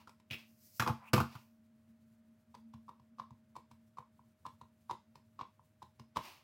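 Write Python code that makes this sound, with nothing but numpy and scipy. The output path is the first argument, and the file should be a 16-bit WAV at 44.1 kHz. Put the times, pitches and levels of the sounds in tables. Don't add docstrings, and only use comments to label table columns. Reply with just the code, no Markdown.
import sys
import numpy as np
from scipy import signal
from scipy.fft import rfft, irfft
from scipy.io import wavfile

SR = 44100
rng = np.random.default_rng(int(sys.argv[2]) if len(sys.argv) > 2 else 0)


def digitize_waveform(pressure):
    field = np.atleast_2d(pressure).T
    bounded = np.clip(field, -1, 1)
    quanta = np.round(bounded * 32767).astype(np.int16)
    wavfile.write(sys.argv[1], SR, quanta)


N = 283894
TIME = np.arange(N) / SR

# start in seconds, tock in dB, tock pitch in Hz, tick in dB,
# tilt of the tick's top treble in dB, lead of the first edge in seconds, tock of that edge in dB.
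PEELS = [(2.5483, -47.5, 923, -53.5, 0.5, 0.0059, -48.5), (2.891, -39, 1038, -58.5, 0, .0105, -49),
         (3.197, -33, 1074, -50, -4, 0.013, -48.5), (3.564, -39.5, 995, -51, 2.5, 0.0099, -47),
         (3.984, -35.5, 1028, -54, 0, 0.013, -46), (4.463, -36.5, 1020, -48.5, 0, .0106, -37),
         (4.9097, -27.5, 964, -42, -2.5, 0.014, -31.5), (5.4104, -32.5, 1042, -43.5, -12, .0195, -38),
         (5.8256, -44.5, 955, -53, 1.5, 0.0067, -46), (6.1686, -22.5, 1033, -33.5, -2, 0.0088, -36)]
# start in seconds, tock in dB, tick in dB, thump in dB.
LANDINGS = [(2.7371, -49.5, -57.5, -36), (2.9969, -58, -70.5, -49), (3.3064, -51.5, -65.5, -41.5),
            (3.713, -52, -57, -46.5), (4.1925, -55, -87, -53), (4.613, -44.5, -56.5, -44),
            (5.155, -51, -54.5, -50), (5.594, -53.5, -84, -56), (5.996, -49.5, -54, -40)]
LANDING_HZ, LANDING_TOP_DB = 990, 1
# start in seconds, tock in dB, tock pitch in Hz, tick in dB.
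FINGER_TAPS = [(0.073, -46.5, 1340, -57), (0.0788, -56, 1010, -61), (0.093, -54, 1030, -55),
               (0.1989, -65, 990, -65)]
# frequency in Hz, level in dB per Hz.
TICK_SPECTRUM = [(70, 5), (250, 8.5), (400, 4), (520, -0.5), (900, 5), (1700, -7.5), (2400, -5.5),
                 (3100, -5), (3750, -4.5), (4300, -9.5), (5000, -7), (6500, -10.5), (9000, -14.5),
                 (15000, -21)]
# frequency in Hz, level in dB per Hz.
BODY_SPECTRUM = [(400, -27), (750, -8), (1000, 3.5), (1200, -4), (1600, -14.5), (2500, -22), (5000, -48)]
# start in seconds, case ring in dB, crack in dB, desk ring in dB,
# thump in dB.
KNOCKS = [(0.7969, -19.5, -27.5, -36, -27.5), (0.8224, -23.5, -37, -36.5, -37.5),
          (0.863, -24, -49, -31, -40), (0.875, -20.5, -35.5, -32.5, -33), (0.897, -29.5, -49.5, -44, -23.5),
          (1.133, -19, -22, -17, -17.5), (1.163, -29.5, -39, -36, -22), (1.179, -22, -36.5, -29.5, -20.5),
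          (1.2015, -22.5, -35.5, -31, -22.5), (1.214, -34, -48, -41.5, -31.5), (1.352, -42, -54, -60, -40)]
REBOUND_GAP_S, REBOUND_LOSS_DB = .0048, 4.5
# frequency in Hz, level in dB, 60 dB decay in seconds.
CASE_MODES = [(698, -22, 0.099), (861, -13.5, 0.07), (930, -13, .07), (983, -12.5, 0.086),
              (990, -15, 0.038), (1107, -8.5, 0.086), (1205, -15, .09), (1194.5, -16.5, 0.16),
              (1224, -14.5, 0.073), (1426, -14, 0.08), (1547, -13.5, 0.058), (1604, -19, .05),
              (2490, -21.5, 0.065), (3279, -27, 0.072), (3790, -30, 0.05), (4860, -28, 0.11)]
# frequency in Hz, level in dB, 60 dB decay in seconds.
DESK_MODES = [(201, -10, 0.13), (240, -5, 0.041), (322, -14, .11), (370.3, -7.5, 0.11), (417, -10.5, 0.031),
              (500, -6, 0.075), (667, -13.5, 0.15)]
# frequency in Hz, level in dB, 60 dB decay in seconds.
SWAY_MODES = [(86.5, -10.5, 0.17), (132, -2, 0.16), (195.1, -23.5, 0.11), (228.5, -11, 0.19)]
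# frequency in Hz, level in dB per Hz.
CRACK_SPECTRUM = [(250, -4), (700, -6), (1500, 0), (2000, -0.5), (2500, 4), (3500, -3), (5200, -3),
                  (7000, -8.5), (9000, -14), (13000, -8.5), (16000, -17.5)]
# start in seconds, level in dB.
SNAPS = [(0.302, -47.5), (0.309, -32), (0.331, -35.5), (0.411, -60.5)]
SLIP_GAP_S, SLIP_LOSS_DB = .0045, 1
LID_THUMP_DB = -8
# frequency in Hz, level in dB per Hz.
LID_SPECTRUM = [(300, -9), (1000, -18.5), (1500, -11.5), (2000, -11), (2350, 2), (2680, 1), (3100, -6),
                (3600, -7), (4300, -18.5), (5100, -14.5), (6500, -25), (9000, -28.5), (15000, -24)]
# loudest moment in seconds, rise in seconds,
# fall in seconds, hiss in dB, hollow body in dB.
SLIDES = [(0.005, 0.036, 0.079, -68.5, -63.5), (0.385, 0.024, 0.1, -62, -78),
          (1.035, .11, 0.14, -78.5, -54), (1.335, .09, 0.13, -62, -60), (6.254, 0.061, 0.17, -53.5, -55)]
# frequency in Hz, level in dB per Hz.
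SLIDE_SPECTRUM = [(180, -53.5), (300, -10.5), (366, -9), (511, -26), (555, -9.5), (678, -11.5),
                  (1040, -11.5), (1640, -13.5), (2840, -4.5), (3240, -12.5), (4670, -11), (8090, -23.5),
                  (16000, -20.5)]
DRAG_AT_S, DRAG_RISE_S, DRAG_FALL_S, DRAG_DB = 1.088, .065, .026, -59
DRAG_HZ, DRAG_HZ_PER_S = 2530, 6500
# loudest moment in seconds, rise in seconds, fall in seconds,
# level in dB.
SKIN = [(0.5, 0.13, .13, -76), (0.66, 0.1, .11, -64.5), (0.775, 0.066, .04, -59.5), (1.4, 0.12, .2, -76.5)]
# frequency in Hz, level in dB per Hz.
BRUSH_SPECTRUM = [(1180, -53.5), (2000, -11), (3490, -14.5), (5030, 0), (8930, -7), (15100, 1), (16000, -6)]
# frequency in Hz, level in dB.
ROOM_LEVELS = [(100, -11.5), (450, -4), (950, -9.5), (1300, -8), (2000, -4.5), (3500, -7.5), (6500, -8.5),
               (14000, -6)]
# band centre in Hz, 60 dB decay in seconds.
ROOM_T60 = [(100, .2), (450, .19), (950, .19), (1300, .2), (2000, .25), (3500, .31), (6500, .3),
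            (14000, .24)]
# time in seconds, level in dB.
HUM_LEVELS = [(0.0, -72), (0.29, -76.5), (0.53, -71.5), (0.82, -90), (0.99, -74.5), (1.2, -62.5),
              (1.52, -74), (1.95, -67.5), (2.51, -72), (2.67, -65), (2.78, -68), (2.97, -70.5),
              (3.11, -64.5), (3.2, -61.5), (3.58, -74.5), (5.35, -76.5), (5.57, -83), (5.78, -85.5),
              (6.12, -76), (6.43, -84.5)]
HUM_HZ, WHINE_HZ, WHINE_DB = 225.6, 625, -83.5
# frequency in Hz, level in dB per Hz.
RUMBLE_SPECTRUM = [(40, -19.5), (65, -14), (90, 6), (125, 2.5), (170, -6.5), (300, -33.5)]
RUMBLE_DB, RUMBLE_SWING_DB = -76.5, 3
# frequency in Hz, level in dB per Hz.
FLOOR_SPECTRUM = [(18, -63), (30, -31.5), (88, -8), (165, -14), (221, -3), (252, -15.5), (280, -14),
                  (426, -24), (569, -22), (632, -24.5), (740, -26.5), (1540, -27), (5900, -43),
                  (13700, -48.5), (16000, -48)]
FLOOR_DB = -76
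CUTOFF_HZ = 16000


def touches(edge_pitch=1.053, edge_tick_db=-11.0, edge_slowness=1.21, tear_db=-5.5, tear_tick_db=-10.5,
            finger_top_db=3.0):
    # start in seconds, tock in dB, pitch in Hz, tick in dB, top treble in dB, slowness
    rows = [(s, db, hz, tick_db, finger_top_db, 1) for s, db, hz, tick_db in FINGER_TAPS]
    rows += [(s, db, LANDING_HZ, tick_db, LANDING_TOP_DB, 1) for s, db, tick_db, _ in LANDINGS]
    for s, db, hz, tick_db, top_db, lead_s, edge_db in PEELS:
        tear_s = s - lead_s * rng.uniform(0.42, .65)
        rows += [(s - lead_s, edge_db, hz * edge_pitch, tick_db + edge_tick_db, top_db, edge_slowness),
                 (tear_s, edge_db + tear_db, hz, tick_db + tear_tick_db, top_db, 1),
                 (s, db, hz, tick_db, top_db, 1)]
    return rows


def taps(contacts, tock_db=0.0, tick_db=0.5, desk_db=-21.0, swell_s=0.00098, tick_t60=0.015, ping_db=-6.0):
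    out = np.zeros(N)
    for s, db, hz, wet_db, top_db, slowness in contacts:
        tick = burst(tick_colour(top_db), tick_t60, rise_s=0.00017)
        add(out, s, amp(db + tock_db) * tock(hz, swell_s * slowness))
        add(out, s + .0006, amp(wet_db + tick_db) * tick)
        add(out, s + 0.0018, amp(db + desk_db) * strike(DESK_MODES, spread_db=5.5, rise_s=0.019))
        peak_hz = np.interp(db, [-50, -44], [5100, 3750])
        peak = [(peak_hz / 2, -40), (peak_hz * .85, -14), (peak_hz, 0), (peak_hz / .85, -14),
                (peak_hz * 2, -40)]
        add(out, s + 0.00077, amp(wet_db + ping_db) * burst(peak, tick_t60, rise_s=0.00057))
    return out


def tock(hz, swell_s, size=4096):
    t = TIME[:size]
    envelope = (t / (2 * swell_s)) ** 2 * np.exp(2 - t / swell_s)
    return envelope * np.sin(2 * np.pi * hz * t)


def tick_colour(top_db):
    return [(hz, db + top_db * np.interp(hz, [4500, 9000], [0, 1])) for hz, db in TICK_SPECTRUM]


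def squish(contacts, body_db=-20.0, wet_db=-9.0, cling_db=-19.5, width_s=0.003, cling_s=0.0059,
           lag_s=.005, size=5800):
    out, t = np.zeros(N), TIME[:size]
    middle = t[-1] / 2
    press = 1 / np.cosh((t - middle) / width_s)
    cling = 1 / np.cosh((t - middle) / cling_s)
    wetness = amp(wet_db) * press + amp(cling_db) * cling
    for s, db, _, tick_db, top_db, _ in contacts:
        crush = amp(db + body_db) * press * noise(BODY_SPECTRUM, size=size)
        rustle = wetness * amp(tick_db) * noise(tick_colour(top_db - 5.0), size=size)
        add(out, s + lag_s - middle, crush + rustle)
    return out


def knocks(case_db=-6.5, tock_db=-2.5, crack_db=0.0, desk_db=-1.5, crack_t60=.03, pad_hz=1090,
           pad_scatter=0.14):
    out = np.zeros(N)
    for s, ring_db, hard_db, heavy_db, _ in KNOCKS:
        add(out, s, amp(ring_db + case_db) * strike(CASE_MODES, spread_db=5.5, rise_s=.0004))
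        add(out, s, amp(heavy_db + desk_db) * strike(DESK_MODES, spread_db=2.0, rise_s=0.0027))
        for delay, db in chatter(REBOUND_GAP_S, REBOUND_LOSS_DB, count=4):
            jolt_hz = pad_hz * np.exp(pad_scatter * rng.standard_normal())
            crack = burst(CRACK_SPECTRUM, crack_t60, rise_s=0.00065)
            add(out, s + delay, amp(db + ring_db + tock_db) * tock(jolt_hz, swell_s=0.00086))
            add(out, s + delay - .0005, amp(db + hard_db + crack_db) * crack)
    return out


def thumps(level_db=-1.5, recoil_db=-33.5, recoil_follows=0.38, cushion_s=0.014):
    hard = [(s, db) for s, *_, db in KNOCKS] + [(s, db + LID_THUMP_DB) for s, db in SNAPS]
    soft = [(s, db) for s, *_, db in LANDINGS]
    soft += [(s, recoil_db + recoil_follows * db) for s, db, *_ in PEELS]
    out = np.zeros(N)
    for blows, rise_s in ((hard, .00083), (soft, cushion_s)):
        for s, db in blows:
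            add(out, s, amp(db + level_db) * strike(SWAY_MODES, spread_db=1.5, rise_s=rise_s))
    return out


def lid(level_db=-2.0, snap_t60=0.022):
    out = np.zeros(N)
    for s, db in SNAPS:
        for delay, slip_db in chatter(SLIP_GAP_S, SLIP_LOSS_DB, count=7):
            snap = burst(LID_SPECTRUM, snap_t60, rise_s=0.001)
            add(out, s + delay, amp(db + slip_db + level_db) * snap)
    return out


def rubbing(scrape_db=0.0, body_db=-4.0, brush_db=1.0, grain_db=1.0):
    grain = rms_one(amp(grain_db * noise([(20, -2), (300, 1.5), (1500, -29.5)])))
    hiss, body = amp(scrape_db) * noise(SLIDE_SPECTRUM), amp(body_db) * noise(BODY_SPECTRUM)
    scrape = sum(swell(s, rise, fall) * (amp(hiss_db) * hiss + amp(hollow_db) * body)
                 for s, rise, fall, hiss_db, hollow_db in SLIDES)
    strokes = sum(amp(db) * swell(s, rise, fall) for s, rise, fall, db in SKIN)
    brush = amp(brush_db) * noise(BRUSH_SPECTRUM) * strokes
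    hz = DRAG_HZ + DRAG_HZ_PER_S * np.clip(TIME - DRAG_AT_S, -2 * DRAG_RISE_S, 0)
    glide = np.exp(2j * np.pi * np.cumsum(hz) / SR)
    width = [(20, 0.0), (200, 1.5), (500, -8), (1500, -27)]
    resonance = rms_one(glide.real * noise(width) + glide.imag * noise(width))
    drag = amp(DRAG_DB) * swell(DRAG_AT_S, DRAG_RISE_S, DRAG_FALL_S) * resonance
    return grain * (scrape + brush + drag)


def room(x, build_s=0.012, early_db=0.0, early_t60=0.11, size=22050):
    t, hz = TIME[:size], np.arange(size // 2 + 1) * SR / size
    white, centres = rfft(rng.standard_normal(size)), np.array(ROOM_T60)[:, 0]
    onset = (1 - np.exp(-(t / build_s) ** 2)) * (1 + amp(early_db) * dying(t, early_t60))
    echoes = 0
    for share, (centre, t60) in zip(np.eye(len(centres)), ROOM_T60):
        band_gain = np.interp(np.log(hz + 1), np.log(centres), share)
        band = irfft(white * band_gain * amp(at_hz(ROOM_LEVELS, hz)), size)
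        fade = onset * dying(t, t60)
        echoes = echoes + band * fade / np.sqrt(np.sum(fade ** 2))
    return signal.fftconvolve(x, echoes)[:N]


def background(hum_db=3.5, waver=0.38):
    s, hum_level = np.transpose(HUM_LEVELS)
    slow = [(1, 4.5), (10, -2.0), (35, -19.5), (120, -66), (400, -120)]
    phase = 2 * np.pi * HUM_HZ * TIME
    hum = rms_one((1 + waver * noise(slow)) * np.sin(phase) + waver * noise(slow) * np.cos(phase))
    whine = rms_one(np.sin(2 * np.pi * WHINE_HZ * TIME + waver * noise(slow)))
    rumble = amp(RUMBLE_DB + RUMBLE_SWING_DB * noise(slow)) * noise(RUMBLE_SPECTRUM)
    return (amp(np.interp(TIME, s, hum_level) + hum_db) * hum + amp(WHINE_DB) * whine
            + rumble + amp(FLOOR_DB) * noise(FLOOR_SPECTRUM))


def strike(modes, spread_db, rise_s, size=16000):
    t = TIME[:size]
    rings = 0
    for k, (hz, db, t60) in enumerate(modes):
        strength = (-1) ** k * amp(db + spread_db * rng.standard_normal())
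        rings = rings + strength * dying(t, t60) * np.sin(2 * np.pi * hz * t)
    return rings * (1 - np.exp(-t / rise_s))


def burst(spectrum, t60, rise_s, size=4096):
    t = TIME[:size]
    return noise(spectrum, size=size) * dying(t, t60) * (1 - np.exp(-t / rise_s))


def chatter(gap_s, loss_db, count):
    gaps = gap_s * rng.uniform(.4, 1.6, count - 1)
    return zip(np.cumsum([0, *gaps]), -loss_db * np.arange(count))


def swell(at_s, rise_s, fall_s, roundness=1.3):
    t = TIME - at_s
    distance = np.abs(t / np.where(t < 0, rise_s, fall_s))
    return amp(-20 * np.minimum(distance ** roundness, 10))


def dying(t, t60):
    return np.exp(-np.log(1000) * t / t60)


def noise(spectrum, size=N):
    hz = np.arange(size // 2 + 1) * SR / size
    return rms_one(irfft(rfft(rng.standard_normal(size)) * amp(at_hz(spectrum, hz)), size))


def at_hz(points, hz):
    f, value = np.transpose(points)
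    return np.interp(np.log(hz + 1), np.log(f), value)


def amp(db):
    return 10 ** (np.asarray(db) / 20)


def rms_one(x):
    return x / np.sqrt(np.mean(x ** 2) + 1e-20)


def add(track, s, sound):
    i = int(s * SR)
    track[i:i + len(sound)] += sound[:N - i]


def scene(side_db=-35.5, side_hiss_db=-100.0):
    contacts = touches()
    desk = taps(contacts) + squish(contacts) + knocks() + thumps() + lid()
    mid = desk + room(desk) + rubbing() + background()
    side_hiss = amp(side_hiss_db) * noise([(100, 5.0), (1000, 0.5), (15000, -2)])
    side = amp(side_db) * room(desk) + side_hiss
    return np.array([mid + side, mid - side])


def record(dry):
    bass_cut = signal.butter(4, 58, "high", fs=SR, output="sos")
    top_cut = signal.ellip(10, .1, 80, CUTOFF_HZ, fs=SR, output="sos")
    return signal.sosfilt(top_cut, signal.sosfilt(bass_cut, dry))


dry = scene()
out = record(dry)
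digitize_waveform(out)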